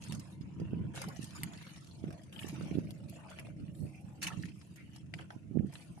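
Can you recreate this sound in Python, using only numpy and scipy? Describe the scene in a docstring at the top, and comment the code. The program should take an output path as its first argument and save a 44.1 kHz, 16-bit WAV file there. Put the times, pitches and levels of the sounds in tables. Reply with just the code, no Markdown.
"""Hands pull through a heap of wet water weeds on a net, on a boat deck beside a river.
Stems crackle and snap, droplets and air pockets pop, the wet net swishes, strands slip and squeak,
and fingers and stalks bump the deck. Water laps faintly at the hull; a distant tone moans briefly.
Gusts rumble on the two microphone ports and now and then buffet the right one."""
import sys
import numpy as np
from scipy import signal
from scipy.fft import rfft, irfft
from scipy.io import wavfile
from scipy.ndimage import uniform_filter1d

SR = 44100
rng = np.random.default_rng(int(sys.argv[2]) if len(sys.argv) > 2 else 0)


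def persist_wave(psi):
    """Save psi, clipped to +-1, as 16-bit WAV."""
    counts = np.round(np.clip(psi, -1, 1) * 32767).astype(np.int16)
    wavfile.write(sys.argv[1], SR, np.atleast_2d(counts).T)


N = 264600
TIME_S = np.arange(N) / SR
CONTROL_S = np.arange(0, N / SR, 0.001)

# Spectrum of wet films. Each row: frequency in Hz, gain in dB.
FILM_SPECTRUM = [(450, -23.5), (900, -16), (1500, -8.5), (2000, -4), (2600, 0.5), (3150, -2.5),
                 (3600, -15.5), (4500, -28), (5850, -36), (9900, -100)]


def amp(db):
    return 10 ** (np.asarray(db) / 20)


def unit(x):
    return x / np.sqrt(np.mean(x ** 2) + 1e-20)


def add(mix, start_s, sound):
    part = mix[:, max(round(start_s * SR), 0):][:, :sound.shape[-1]]
    part += sound[..., :part.shape[1]]


def colour(x, spectrum, size=4096):
    """Minimum-phase filter from (Hz, dB) points; output rms 1."""
    hz, db = np.transpose(spectrum)
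    bin_hz = abs(np.fft.fftfreq(size, 1 / SR))
    gain_db = np.maximum(np.interp(np.log(bin_hz + 1), np.log(hz + 1), db), -100)
    response = np.exp(np.conj(signal.hilbert(np.log(amp(gain_db)))))
    taps = np.fft.ifft(response).real[:size // 2]
    return unit(signal.oaconvolve(x, taps[None], axes=1)[:, :x.shape[1]])


def wander(cutoff_hz):
    """Low-passed random curve, rms 1."""
    rolloff = 1 + (np.fft.rfftfreq(N, 1 / SR) / cutoff_hz) ** 4
    return unit(irfft(rfft(rng.standard_normal(N)) / rolloff, N))


def stereo_noise(correlation, size=N):
    common, *own = rng.standard_normal((3, size))
    return np.sqrt(correlation) * common + np.sqrt(1 - correlation) * np.array(own)


def resonance(hz, width_hz):
    """Noise band following the curve hz, rms 1."""
    carrier = np.exp(2j * np.pi * np.cumsum(hz) / SR)
    lowpass = signal.butter(2, width_hz / 2, fs=SR, output="sos")
    baseband = signal.sosfilt(lowpass, stereo_noise(0.22, len(hz)) / carrier)
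    return unit((baseband * carrier).real)


def grains(count, low_hz, high_hz, cycles, spread_db, glide, width_db, size):
    """Random damped rings, size samples long, falling to 1/e in the given cycles; rms 1."""
    when, pitch, strength, side, lag = rng.random((count, 5)).T[:, :, None]
    hz = low_hz * (high_hz / low_hz) ** pitch
    age = np.arange(size) / SR * hz / cycles
    phase = 2 * np.pi * cycles * age * (1 + glide * np.minimum(age, 4))
    rings = np.exp(-age) * np.sin(phase) * np.linspace(1, 0, size)
    rings *= np.sqrt(hz) * amp(spread_db * np.minimum(-np.log(1 - strength), 3.5))
    left_at = (when * N).astype(int) + np.arange(size)
    right_at = left_at + (24 * (lag - 0.5)).astype(int)
    ports = [np.bincount((at % N).ravel(), (rings * amp(width_db * nearness)).ravel(), N)
             for at, nearness in [(left_at, side - 0.5), (right_at, 0.5 - side)]]
    return unit(np.array(ports))


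def steadied(x, span_s):
    """Evens out the slow level, keeps fast detail."""
    power = uniform_filter1d((x ** 2).mean(0), int(span_s * SR))
    return x / np.sqrt(abs(power) + 0.03)


def swell(crest_s, half_s, skirt):
    """Bell of power; a smaller skirt gives longer flanks."""
    return (1 + ((CONTROL_S - crest_s) / half_s) ** 2 / skirt) ** -(skirt + 1)


def port_power(db, pan_db):
    """Left and right power; pan_db is left minus right."""
    ports = amp([[pan_db], [-pan_db]])
    return amp(db) ** 2 * ports / np.sqrt(ports).mean() ** 2


def envelope(power):
    """Amplitude per sample from power per millisecond."""
    return np.interp(TIME_S, CONTROL_S, np.sqrt(power))


def deck_scatter(x, wet_db, t60_s, move_s=0.09, poses=7):
    """Short echoes off the deck and crouching bodies, crossfading as the arms move."""
    t = np.arange(SR // 12) / SR
    taps = rng.standard_normal((poses, 2, len(t))) * (rng.random((poses, 2, len(t))) < 0.06)
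    taps *= (t > 0.0004) * amp(-60 * t / t60_s)
    taps /= np.linalg.norm(taps, axis=2, keepdims=True)
    echoes = 0
    for k, pose in enumerate(taps):
        away = abs((TIME_S / move_s - k) % poses - poses / 2)
        fade = np.cos(np.pi / 2 * np.minimum(away, 1))
        echoes = echoes + signal.oaconvolve(x * fade, pose, axes=1)[:, :N]
    return (x + amp(wet_db) * echoes) / np.sqrt(1 + amp(wet_db) ** 2)


def river(wash_db=-72.5, calm_db=-83, bubbles_db=-4, gurgle_db=-1):
    """Wavelets bubble and gurgle at the hull, over the even wash of open water."""
    # Spectra of open water and of bubbles. Each row: frequency in Hz, gain in dB.
    wash_spectrum = [(150, -3), (250, 0), (300, 13), (350, 3.5), (800, -7), (1400, -15), (2800, -12.5),
                     (3800, -20.5), (6300, -18), (9000, -17.5), (11000, -21), (12000, -42)]
    bubble_spectrum = [(120, -66), (250, -37), (450, 6), (620, 8), (850, -7), (1300, -17.5), (2500, -36),
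                       (6000, -88)]
    # Wavelets. Each row: crest in seconds, half-length in seconds, relative level in dB.
    wavelets = [(0.05, 0.34, -70), (0.792, 0.21, -66.5), (2.114, 0.065, -58.5), (2.7, 0.19, -62),
                (3.33, 0.58, -68.5), (3.85, 0.019, -58.5), (4.1, .15, -68), (5.757, 0.25, -71)]
    # Hollow note of the lapping. Each row: time in seconds, pitch in Hz.
    gurgle_track = [(0, 947), (.85, 977), (1.4, 690), (2.15, 642), (3, 585), (3.8, 582), (4.1, 838),
                    (4.4, 663), (5, 636), (6, 670)]
    power = amp(calm_db) ** 2 + sum(amp(db) ** 2 * swell(s, half_s, 1.8) for s, half_s, db in wavelets)
    bubbles = grains(2000, 389, 1300, cycles=7.3, spread_db=-1, glide=0.012, width_db=10, size=768)
    gurgle = resonance(np.interp(TIME_S, *np.transpose(gurgle_track)), width_hz=100)
    lapping = amp(bubbles_db) * colour(bubbles, bubble_spectrum) + amp(gurgle_db) * gurgle
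    wash = amp(wash_db) * colour(stereo_noise(0.12), wash_spectrum)
    return lapping * envelope(power) + wash


def moan():
    """A faint, narrow tone in the distance that rises and sinks."""
    # Course of the tone. Each row: time in seconds, pitch in Hz, level in dB.
    track = [(2.85, 565, -90), (3.0, 550, -66.5), (3.15, 606, -71), (3.28, 654, -66), (3.47, 595, -63),
             (3.62, 588, -76), (3.85, 560, -64), (4.05, 580, -92)]
    s, hz, db = np.transpose(track)
    return resonance(np.interp(TIME_S, s, hz), width_hz=53) * amp(np.interp(TIME_S, s, db))


def wind(breeze_db=-54, crossover_db=-41, lumps_db=2):
    """Lumpy turbulence at each port; stronger gusts reach higher in frequency."""
    # Spectra of light and strong wind. Each row: frequency in Hz, gain in dB.
    breeze_spectrum = [(15, -77.5), (25, -23.5), (38, -26.5), (51, -32), (68, -6), (141, 1.5), (184, -0.5),
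                       (260, -12), (321, -7.5), (348, -17.5), (425, -27.5), (600, -38), (780, -53.5),
                       (1320, -120)]
    gust_spectrum = [(15, -59), (25, -30), (43, -26), (91, -5), (183, 7), (278, -10), (402, -16),
                     (565, -29.5), (680, -42.5), (806, -34.5), (884, -44), (1000, -51), (1300, -44),
                     (2200, -120)]
    # Gusts. Each row: crest in seconds, half-length in seconds, level in dB, left minus right in dB.
    gusts = [(0.136, 0.057, -40.5, -6), (0.47, 0.12, -46.5, 1), (0.639, 0.042, -39, -4),
             (0.803, 0.076, -35.5, -3.5), (1.071, 0.034, -40, -4.5), (1.226, 0.033, -44.5, -6),
             (1.458, 0.076, -46, -4), (1.59, 0.047, -56, 3), (2.078, 0.051, -41, -2.5),
             (2.49, 0.052, -44, -6.5), (2.614, 0.074, -42.5, -4), (2.815, 0.09, -39.5, -1.5),
             (3.038, 0.071, -47.5, -10), (3.495, 0.055, -46.5, -2), (3.635, 0.11, -44.5, -5),
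             (3.835, 0.028, -35, -8.5), (4.087, .04, -49.5, -2), (4.271, 0.034, -47, -2),
             (4.411, 0.076, -40, -8), (5.156, 0.12, -49, -5), (4.85, 0.16, -57.5, -5),
             (5.581, 0.032, -32, -19), (5.643, 0.024, -34.5, -4.5), (5.95, 0.17, -60, 4)]
    power = port_power(breeze_db, pan_db=1)
    power = power + sum(port_power(db, pan_db) * swell(s, half_s, 1.36) for s, half_s, db, pan_db in gusts)
    level_db = 10 * np.log10(power.mean(0))
    gust_share = 1 / (1.5 + np.exp((crossover_db - level_db) / 3))
    light = envelope(1 - gust_share) * colour(stereo_noise(0.57), breeze_spectrum)
    strong = envelope(gust_share) * colour(stereo_noise(0.4), gust_spectrum)
    gain = np.array([envelope(port) for port in power]) * amp(lumps_db * wander(28))
    return steadied(light + strong, 0.064) * gain


def buffets(left_db=-22, left_lag_s=0.0004, suction=0.47, highpass_hz=100):
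    """An eddy gives one push and a longer suction; the port passes no deep bass."""
    # Eddies at the right port. Each row: time in seconds, relative level in dB, rise in seconds.
    eddies = [(0.098, -27.5, .0013), (0.411, -24, .0013), (0.6, -26, 0.00069), (0.618, -23.5, 0.00065),
              (0.734, -19, 0.00072), (1.194, -24, 0.00097), (1.238, -27.5, 0.0012), (2.041, -19.5, 0.00077),
              (2.446, -24.5, 0.00079), (2.612, -26.5, 0.00061), (2.714, -20, 0.00078),
              (2.755, -17, 0.00087), (2.7755, -17, 0.00085), (2.786, -12.5, 0.0008), (3.637, -25.5, 0.0013),
              (3.831, -21, 0.0029), (4.047, -29, .0015), (5.364, -27, 0.0011), (5.513, -24.5, 0.0011),
              (5.557, -21, 0.0007), (5.573, -11.5, 0.00076), (5.598, -12.5, 0.0015),
              (5.607, -21.5, 0.00075), (5.648, -21.5, 0.00097)]
    out, t = np.zeros((2, N)), np.arange(-SR // 50, SR // 50) / SR
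    for s, db, rise_s in eddies:
        age = (t - np.array([[left_lag_s], [0]])) / rise_s
        pulse = np.exp(-age ** 2) - suction * np.exp(-((age - 2.3) / 1.19) ** 2)
        add(out, s + t[0], amp([[db + left_db], [db]]) * pulse)
    return signal.sosfiltfilt(signal.butter(2, highpass_hz, "high", fs=SR, output="sos"), out)


def knocks(decay_s=0.0023):
    """Fingers and stalks bump the deck; the wet heap damps its ring at once."""
    # Bumps. Each row: start in seconds, level in dB, pitch in Hz.
    bumps = [(0.122, -47.5, 560), (1.4335, -35.5, 128), (2.081, -41, 329), (2.527, -37, 288),
             (3.485, -48, 596), (5.138, -48, 656)]
    out, t = np.zeros((2, N)), np.arange(SR // 20) / SR
    contour = t / decay_s * np.exp(1 - t / decay_s) * np.linspace(1, 0, len(t))
    for s, db, hz in bumps:
        add(out, s, amp(db) * contour * np.sin(2 * np.pi * hz * t))
    return out


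def tugs(count, share, rise_s=0.0012, decay_s=0.0031, spread_db=3.5):
    """Tangled strands catch and give in brief random spurts; a gain of rms 1."""
    when, strength = rng.random((count, 2)).T
    energy = amp(spread_db * np.minimum(-np.log(1 - strength), 2)) ** 2
    releases = np.bincount((when * N).astype(int), energy, N)
    t = np.arange(SR // 30) / SR
    spurt = (1 - np.exp(-t / rise_s)) * np.exp(-t / decay_s)
    power = abs(signal.oaconvolve(releases, spurt ** 2)[:N])
    return np.sqrt(1 - share + share * power / power.mean())


def slides(waver=0.023):
    """Friction stutters in one wavering resonance that moves as the strand tightens."""
    # Sliding strands and mesh. Each row: start in seconds, length in seconds, level in dB,
    # start pitch in Hz, end pitch in Hz, bandwidth in Hz.
    glides = [(1.086, 0.048, -59, 1410, 1590, 300), (1.341, 0.045, -56, 1230, 1090, 250),
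              (2.375, 0.079, -56.5, 9800, 9800, 4550), (3.714, 0.18, -67.5, 10300, 10300, 3520),
              (3.823, 0.096, -69, 2250, 2300, 500), (3.916, 0.11, -62, 2330, 2610, 400),
              (4.431, 0.087, -64, 2100, 2310, 600), (4.76, 0.074, -60.5, 1780, 2360, 800)]
    out = np.zeros((2, N))
    stutter = tugs(count=600, share=0.37)
    drift = 1 + waver * wander(45)
    for s, length_s, db, start_hz, end_hz, width_hz in glides:
        size = int(length_s * SR)
        span = slice(int(s * SR), int(s * SR) + size)
        hiss = resonance(np.linspace(start_hz, end_hz, size) * drift[span], width_hz)
        fade = np.sin(np.linspace(0, np.pi, size))
        add(out, s, amp(db) * unit(hiss * stutter[span]) * fade)
    return out


def net_pulls(grit_db=7.5, squelch_db=-6):
    """Wet mesh drags over the deck edge in a gritty swish and squeezes the weeds under it."""
    # Quick pulls. 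Each row: start in seconds, length in seconds, relative level in dB.
    pulls = [(0.957, 0.044, -53), (4.215, 0.036, -44.5), (4.264, 0.016, -42.5)]
    # Spectrum of the mesh. Each row: frequency in Hz, gain in dB.
    mesh_spectrum = [(350, -71), (600, -32), (982, -13), (2250, -11.5), (2670, -1.5), (3160, -32),
                     (3460, -11), (4720, -29), (5890, -8), (6900, -14), (7630, -22), (11000, -17),
                     (12800, -31), (13300, -82)]
    force = np.zeros(N)
    for s, length_s, db in pulls:
        corners_s = [s, s + 0.0022, s + length_s, s + length_s + 0.011]
        force += amp(db) * np.interp(TIME_S, corners_s, [0, 0.96, 0.99, 0.0064])
    grit = amp(grit_db * wander(300))
    swish = colour(stereo_noise(0.2) * grit, mesh_spectrum)
    squelch = colour(stereo_noise(0.59) * grit, FILM_SPECTRUM)
    return (swish + amp(squelch_db) * squelch) * force


def squeaks(sag_octaves_per_s=16, width_hz=520, crunch_db=-11, pan_db=3):
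    """Stick-slip chirps that sink as the strand slackens, each with a crunch of wet film."""
    # Strands slipping under fingers. Each row: start in seconds, level in dB, pitch in Hz,
    # rise in seconds.
    slips = [(2.326, -50.5, 3150, 0.0023), (2.3611, -47, 3080, .0015), (2.3908, -38.5, 3030, 0.0014),
             (2.4223, -49.5, 2230, .0016), (2.432, -44, 2880, 0.0016), (3.388, -47, 2410, 0.0017),
             (3.395, -46.5, 2480, 0.0012), (4.267, -33.5, 2670, 0.0019), (4.424, -62, 2530, 0.0009),
             (4.4346, -41.5, 1940, 0.0014), (4.453, -50, 2270, 0.0018), (4.483, -55, 2520, 0.003),
             (4.517, -58, 2540, .0015), (5.1382, -35, 2510, 0.00057), (5.211, -49.5, 2650, 0.0013),
             (5.587, -54, 1900, 0.0013)]
    out, t = np.zeros((2, N)), np.arange(SR // 40) / SR
    lead = SR // 100  # samples for the resonance to build
    for s, db, hz, rise_s in slips:
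        force = t / rise_s * np.exp(1 - t / rise_s)
        since_peak_s = np.arange(-lead, len(t)) / SR - rise_s
        chirp = resonance(hz * 2 ** (-sag_octaves_per_s * since_peak_s), width_hz)[:, lead:]
        crunch = colour(stereo_noise(0.41, len(t)) * force, FILM_SPECTRUM)
        slip = unit(chirp * force) + amp(crunch_db) * crunch
        add(out, s, slip * np.sqrt(port_power(db, pan_db) * np.mean(force ** 2)))
    return out


def plops(gain_db=-1, cycles=3.07, glide=0.021):
    """Drops and air pockets in the heap ring for a few cycles, rising a little."""
    # Pockets. Each row: start in seconds, relative level in dB, pitch in Hz.
    pockets = [(0.964, -35, 1440), (0.98, -39, 1600), (1.024, -37, 2220), (1.03, -39, 1280),
               (1.043, -45, 1410), (1.076, -39.5, 412), (1.081, -40, 744), (1.113, -41, 1550),
               (1.149, -59, 2170), (1.177, -52, 2300), (1.611, -46, 1200), (1.912, -41, 4150),
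               (2.131, -54, 800), (2.194, -47, 1850), (2.529, -52, 890), (2.649, -57, 1110),
               (2.68, -48, 2180), (2.711, -38, 2220), (2.726, -44, 700), (2.871, -45.5, 2260),
               (2.887, -45, 660), (3.126, -44, 620), (3.187, -44, 1100), (3.239, -46, 2250),
               (3.249, -47, 800), (3.287, -54, 690), (3.313, -45, 1100), (3.448, -46, 616),
               (3.681, -47, 2550), (4.276, -33, 965), (4.304, -32, 1260), (4.312, -37, 930),
               (4.320, -35, 1650), (4.332, -39, 1140), (5.193, -47, 720), (5.329, -48, 780),
               (5.7, -52, 690), (5.976, -43.5, 760)]
    out, t = np.zeros((2, N)), np.arange(SR // 25) / SR
    for s, db, hz in pockets:
        age = hz * t / cycles
        contour = (1 - np.exp(-2 * hz * t)) * np.exp(-age)
        add(out, s, amp(db + gain_db) * contour * np.sin(2 * np.pi * hz * t * (1 + glide * age)))
    return out


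def snaps(gain_db=1, rise_s=0.00043, tail_db=-21, tail_s=0.0059, ripple_db=4.5, highpass_hz=600):
    """A stem gives way in a brief burst of fibres, with resonances of its own."""
    # Breaking stems. Each row: start in seconds, relative level in dB, spectral corner in Hz,
    # fall above it in dB per octave.
    breaks = [(0.0212, -53, 2650, 6), (0.038, -49.5, 7000, 14), (0.085, -55, 7000, 4),
              (0.122, -43.5, 2800, 5.5), (0.129, -50.5, 4000, 5), (0.1496, -50, 7000, 9),
              (0.1959, -49.5, 8000, 17), (0.4107, -58.5, 4040, 10), (0.5985, -59, 2540, 8),
              (0.9517, -49, 6000, 3), (0.959, -47.5, 6000, 6), (0.9757, -43.5, 900, 8),
              (1.0171, -39, 1290, 3), (1.04, -44.5, 703, 8), (1.086, -50, 5000, 1.5),
              (1.2428, -46, 9000, 17), (1.307, -54, 2800, 4), (1.4335, -34, 700, 0.5),
              (1.442, -52, 1200, 13), (1.5343, -50.5, 1200, 9), (1.574, -56, 4000, 17),
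              (1.5848, -56.5, 2100, 18), (1.6225, -57, 3500, 5), (1.6669, -53, 2180, 10),
              (1.7603, -54.5, 3530, 13), (1.844, -58.5, 5000, 8), (1.872, -59, 4000, 6),
              (2.0402, -58, 2500, 12), (2.1053, -52, 800, 8), (2.1252, -55, 800, 4.5),
              (2.234, -57.5, 9000, 9), (2.326, -56, 9000, 8), (2.485, -48, 9000, 1),
              (2.4952, -50, 2900, 10), (2.561, -52.5, 2900, 16), (2.609, -51.5, 700, 11),
              (2.6232, -56, 6000, 14), (2.647, -59, 4000, 8), (2.907, -49.5, 2500, 2.5),
              (3.0958, -49, 6000, -6), (3.1355, -58, 7000, -2), (3.299, -55, 6000, 8),
              (3.312, -52, 1490, 7), (3.3872, -46.5, 1890, 11), (3.396, -50, 2980, -1),
              (3.468, -54.5, 1420, 11.5), (4.23, -37, 8000, 10), (4.2713, -41, 5560, 7),
              (4.282, -41, 2600, 15), (4.4245, -54.5, 6000, 9), (4.455, -53.5, 3000, 8.5),
              (4.6128, -58, 2920, 11), (4.7595, -57.5, 5500, 2), (4.9608, -54.5, 5500, 9),
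              (5.1385, -45.5, 2600, 10), (5.188, -50.5, 2020, 18), (5.1924, -49.5, 1100, 16),
              (5.3041, -45.5, 945, 12), (5.7375, -54.5, 8000, 5), (5.7543, -47, 2520, 19)]
    out, t = np.zeros((2, N)), np.arange(SR // 20) / SR
    hz = np.linspace(200, 13500, 44)
    bass_cut_db = 10 * np.log10(1 + (highpass_hz / hz) ** 2)
    fibres = amp(6 * wander(830))
    burst_scale = np.sqrt(0.0045 / t[-1])  # energy of 4.5 ms at rms 1
    for s, db, corner_hz, fall_db_per_octave in breaks:
        decay_s = max(0.0041 * 2 ** ((-56 - db) / 4), 0.0015)  # harder breaks end sooner
        force = (1 - np.exp(-t / rise_s)) * (np.exp(-t / decay_s) + amp(tail_db) * np.exp(-t / tail_s))
        burst = stereo_noise(0.12, len(t)) * force * fibres[int(s * SR):][:len(t)]
        octaves = np.log2(hz / corner_hz)
        shape_db = np.minimum(4 * octaves, -fall_db_per_octave * octaves) - bass_cut_db
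        shape_db += ripple_db * rng.standard_normal(len(hz))
        add(out, s, amp(db + gain_db) * burst_scale * colour(burst, np.c_[hz, shape_db]))
    return out


def hollows(x, depth_db=5.5, width_bins=8, span_s=0.048, size=1024):
    """Gaps between leaves and fingers open and close, each briefly favouring its own band."""
    _, frame_s, spectra = signal.stft(x.astype(np.float32), SR, nperseg=size)
    field = rng.standard_normal(spectra.shape[1:])
    for axis, reach in [(0, width_bins), (1, span_s / frame_s[1])]:
        window = np.exp(-(np.arange(-15, 16) / (reach / 2)) ** 2)
        field = signal.fftconvolve(field, np.expand_dims(window, 1 - axis), "same")
    gain = unit(amp(depth_db * np.clip(unit(field), -2, 2)))
    return signal.istft(spectra * gain, SR, nperseg=size)[1][:, :N]


def stroke(start_s, length_s, grip_s=0.008, ease_db_per_s=11.5, settle_s=0.032):
    """Power of one stroke: the hand grips, eases off and lets go; the heap settles."""
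    t = np.maximum(CONTROL_S - start_s, 0)
    grip = np.minimum(t / grip_s, 1)
    settle = np.exp(-np.maximum(t - length_s, 0) / settle_s)
    return (grip * amp(-ease_db_per_s * t) * settle) ** 2


def weeds(drops_db=-6, wet_rub=0.65, dry_rub=0.95):
    """With each stroke the core squishes, films and droplets pop, stems crackle and leaves tick."""
    # Hand strokes. Each row: start in seconds, length in seconds, then relative levels in dB
    # of core, films, stems and leaves.
    strokes = [(0.005, 0.098, -65, -61.5, -59, -63.5), (0.103, 0.052, -59.5, -61.5, -58.5, -65),
               (0.2, 0.13, -65.5, -67.5, -69, -69.5), (0.4, 0.16, -72.5, -70.5, -76.5, -98),
               (0.58, 0.45, -65.5, -66, -80.5, -86), (0.935, 0.094, -52.5, -54.5, -55.5, -58),
               (1.034, 0.097, -55.5, -60, -64, -68.5), (1.142, 0.27, -65.5, -61, -61.5, -65.5),
               (1.21, 0.026, -74, -65, -56.5, -58.5), (1.341, 0.022, -57, -59, -56.5, -60),
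               (1.405, 0.13, -61.5, -60, -63, -73), (1.545, 0.14, -63.5, -60, -63, -69),
               (1.688, 0.085, -68, -62, -63, -68), (1.8, 0.21, -69, -73, -67, -72.5),
               (2.024, 0.15, -68, -68, -72, -79), (2.157, 0.16, -70, -74, -75, -79),
               (2.316, 0.13, -63.5, -60, -67.5, -66), (2.41, 0.054, -60.5, -59, -61, -68),
               (2.459, 0.052, -58, -55.5, -59, -62.5), (2.533, 0.26, -61, -59, -63.5, -68.5),
               (2.825, 0.23, -73, -69.5, -72.5, -74.5), (3.076, 0.094, -74, -63.5, -67.5, -70.5),
               (3.157, 0.13, -60, -67.5, -74.5, -75), (3.274, 0.14, -62, -59, -70.5, -71),
               (3.443, 0.039, -77, -62, -73, -72), (3.561, .13, -80, -70.5, -77, -79.5),
               (3.739, 0.27, -74.5, -92, -72.5, -71.5), (4.04, 0.25, -72.5, -73, -77.5, -75),
               (4.213, 0.0097, -52, -58, -43, -48), (4.29, 0.047, -55, -58.5, -64, -67),
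               (4.352, .13, -86, -65.5, -63.5, -70), (4.53, 0.21, -78, -72, -73, -72.5),
               (4.752, 0.059, -76, -65, -73.5, -76), (4.83, 0.13, -89, -69.5, -79, -80),
               (4.932, 0.056, -72, -65.5, -69.5, -73), (5.147, 0.03, -68, -70, -67.5, -72),
               (5.181, 0.026, -56, -58.5, -69, -70), (5.296, 0.048, -62.5, -69.5, -73.5, -75.5),
               (5.655, 0.056, -82, -68, -74, -77), (5.714, 0.1, -71, -61.5, -67, -64.5),
               (5.803, 0.23, -74, -73.5, -73.5, -71.5)]
    # Spectra of the sodden core, stems and leaves. Each row: frequency in Hz, gain in dB.
    core_spectrum = [(260, -10), (450, 3), (630, -0.5), (850, -3), (1100, 0), (1500, -2), (2100, -7),
                     (3200, -30), (6000, -68)]
    stem_spectrum = [(2400, -20.5), (3300, -5.5), (4200, -3.5), (5000, -4), (6200, -3.5), (7000, -2.5),
                     (8500, -17.5)]
    leaf_spectrum = [(5000, -24), (7000, -13.5), (8300, 3), (10000, -1), (11400, -3), (12400, -9),
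                     (13300, -27)]
    rest = amp([[-85.5], [-79], [-88.5], [-90.5]]) ** 2  # the heap drips and shifts between strokes
    pulling = sum(np.outer(amp(db) ** 2, stroke(s, length_s)) for s, length_s, *db in strokes)
    core_power, film_power, stem_power, leaf_power = rest + pulling
    clumps = amp(-0.2 * wander(59.5)) * tugs(count=420, share=0.39)
    pockets = grains(2500, 470, 1830, cycles=2.5, spread_db=3.5, glide=0.023, width_db=12.5, size=384)
    pops = grains(4000, 1330, 3850, cycles=2.6, spread_db=1, glide=0.011, width_db=11.5, size=192)
    drops = grains(420, 839, 3110, cycles=3.8, spread_db=3, glide=0.028, width_db=7.5, size=512)
    cracks = grains(4500, 3130, 7250, cycles=3.6, spread_db=4, glide=0, width_db=10.5, size=96)
    ticks = grains(5000, 6570, 11900, cycles=1.6, spread_db=5.5, glide=0, width_db=8, size=64)
    rub = stereo_noise(0.05)  # friction hiss between the grains
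    layers = [(pockets + wet_rub * rub, core_spectrum, core_power, port_power(0, pan_db=0)),
              (pops + wet_rub * rub, FILM_SPECTRUM, film_power, port_power(-1.04, pan_db=1)),
              (cracks + dry_rub * rub, stem_spectrum, stem_power, port_power(0, pan_db=0)),
              (ticks + dry_rub * rub, leaf_spectrum, leaf_power, port_power(0, pan_db=-2))]
    out = steadied(drops, 0.081) * envelope(film_power) * amp(drops_db)
    for source, spectrum, power, ports in layers:
        texture = hollows(colour(source * clumps, spectrum))
        out += steadied(texture, 0.0615) * envelope(power) * np.sqrt(ports)
    return out


def scene():
    handling = deck_scatter(weeds() + net_pulls() + slides() + plops(), wet_db=3, t60_s=0.066)
    # snaps and squeaks on top of the heap reach the ports more directly
    crisp = deck_scatter(snaps() + squeaks() + knocks(), wet_db=-3.5, t60_s=0.039)
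    return wind() + buffets() + handling + crisp + river() + moan()


def record(dry):
    """Low-pass at 12.9 kHz."""
    taps = signal.firwin(301, 12900, window=("kaiser", 8), fs=SR)
    return signal.oaconvolve(dry, taps[None], "same")


dry = scene()
out = record(dry)
persist_wave(out)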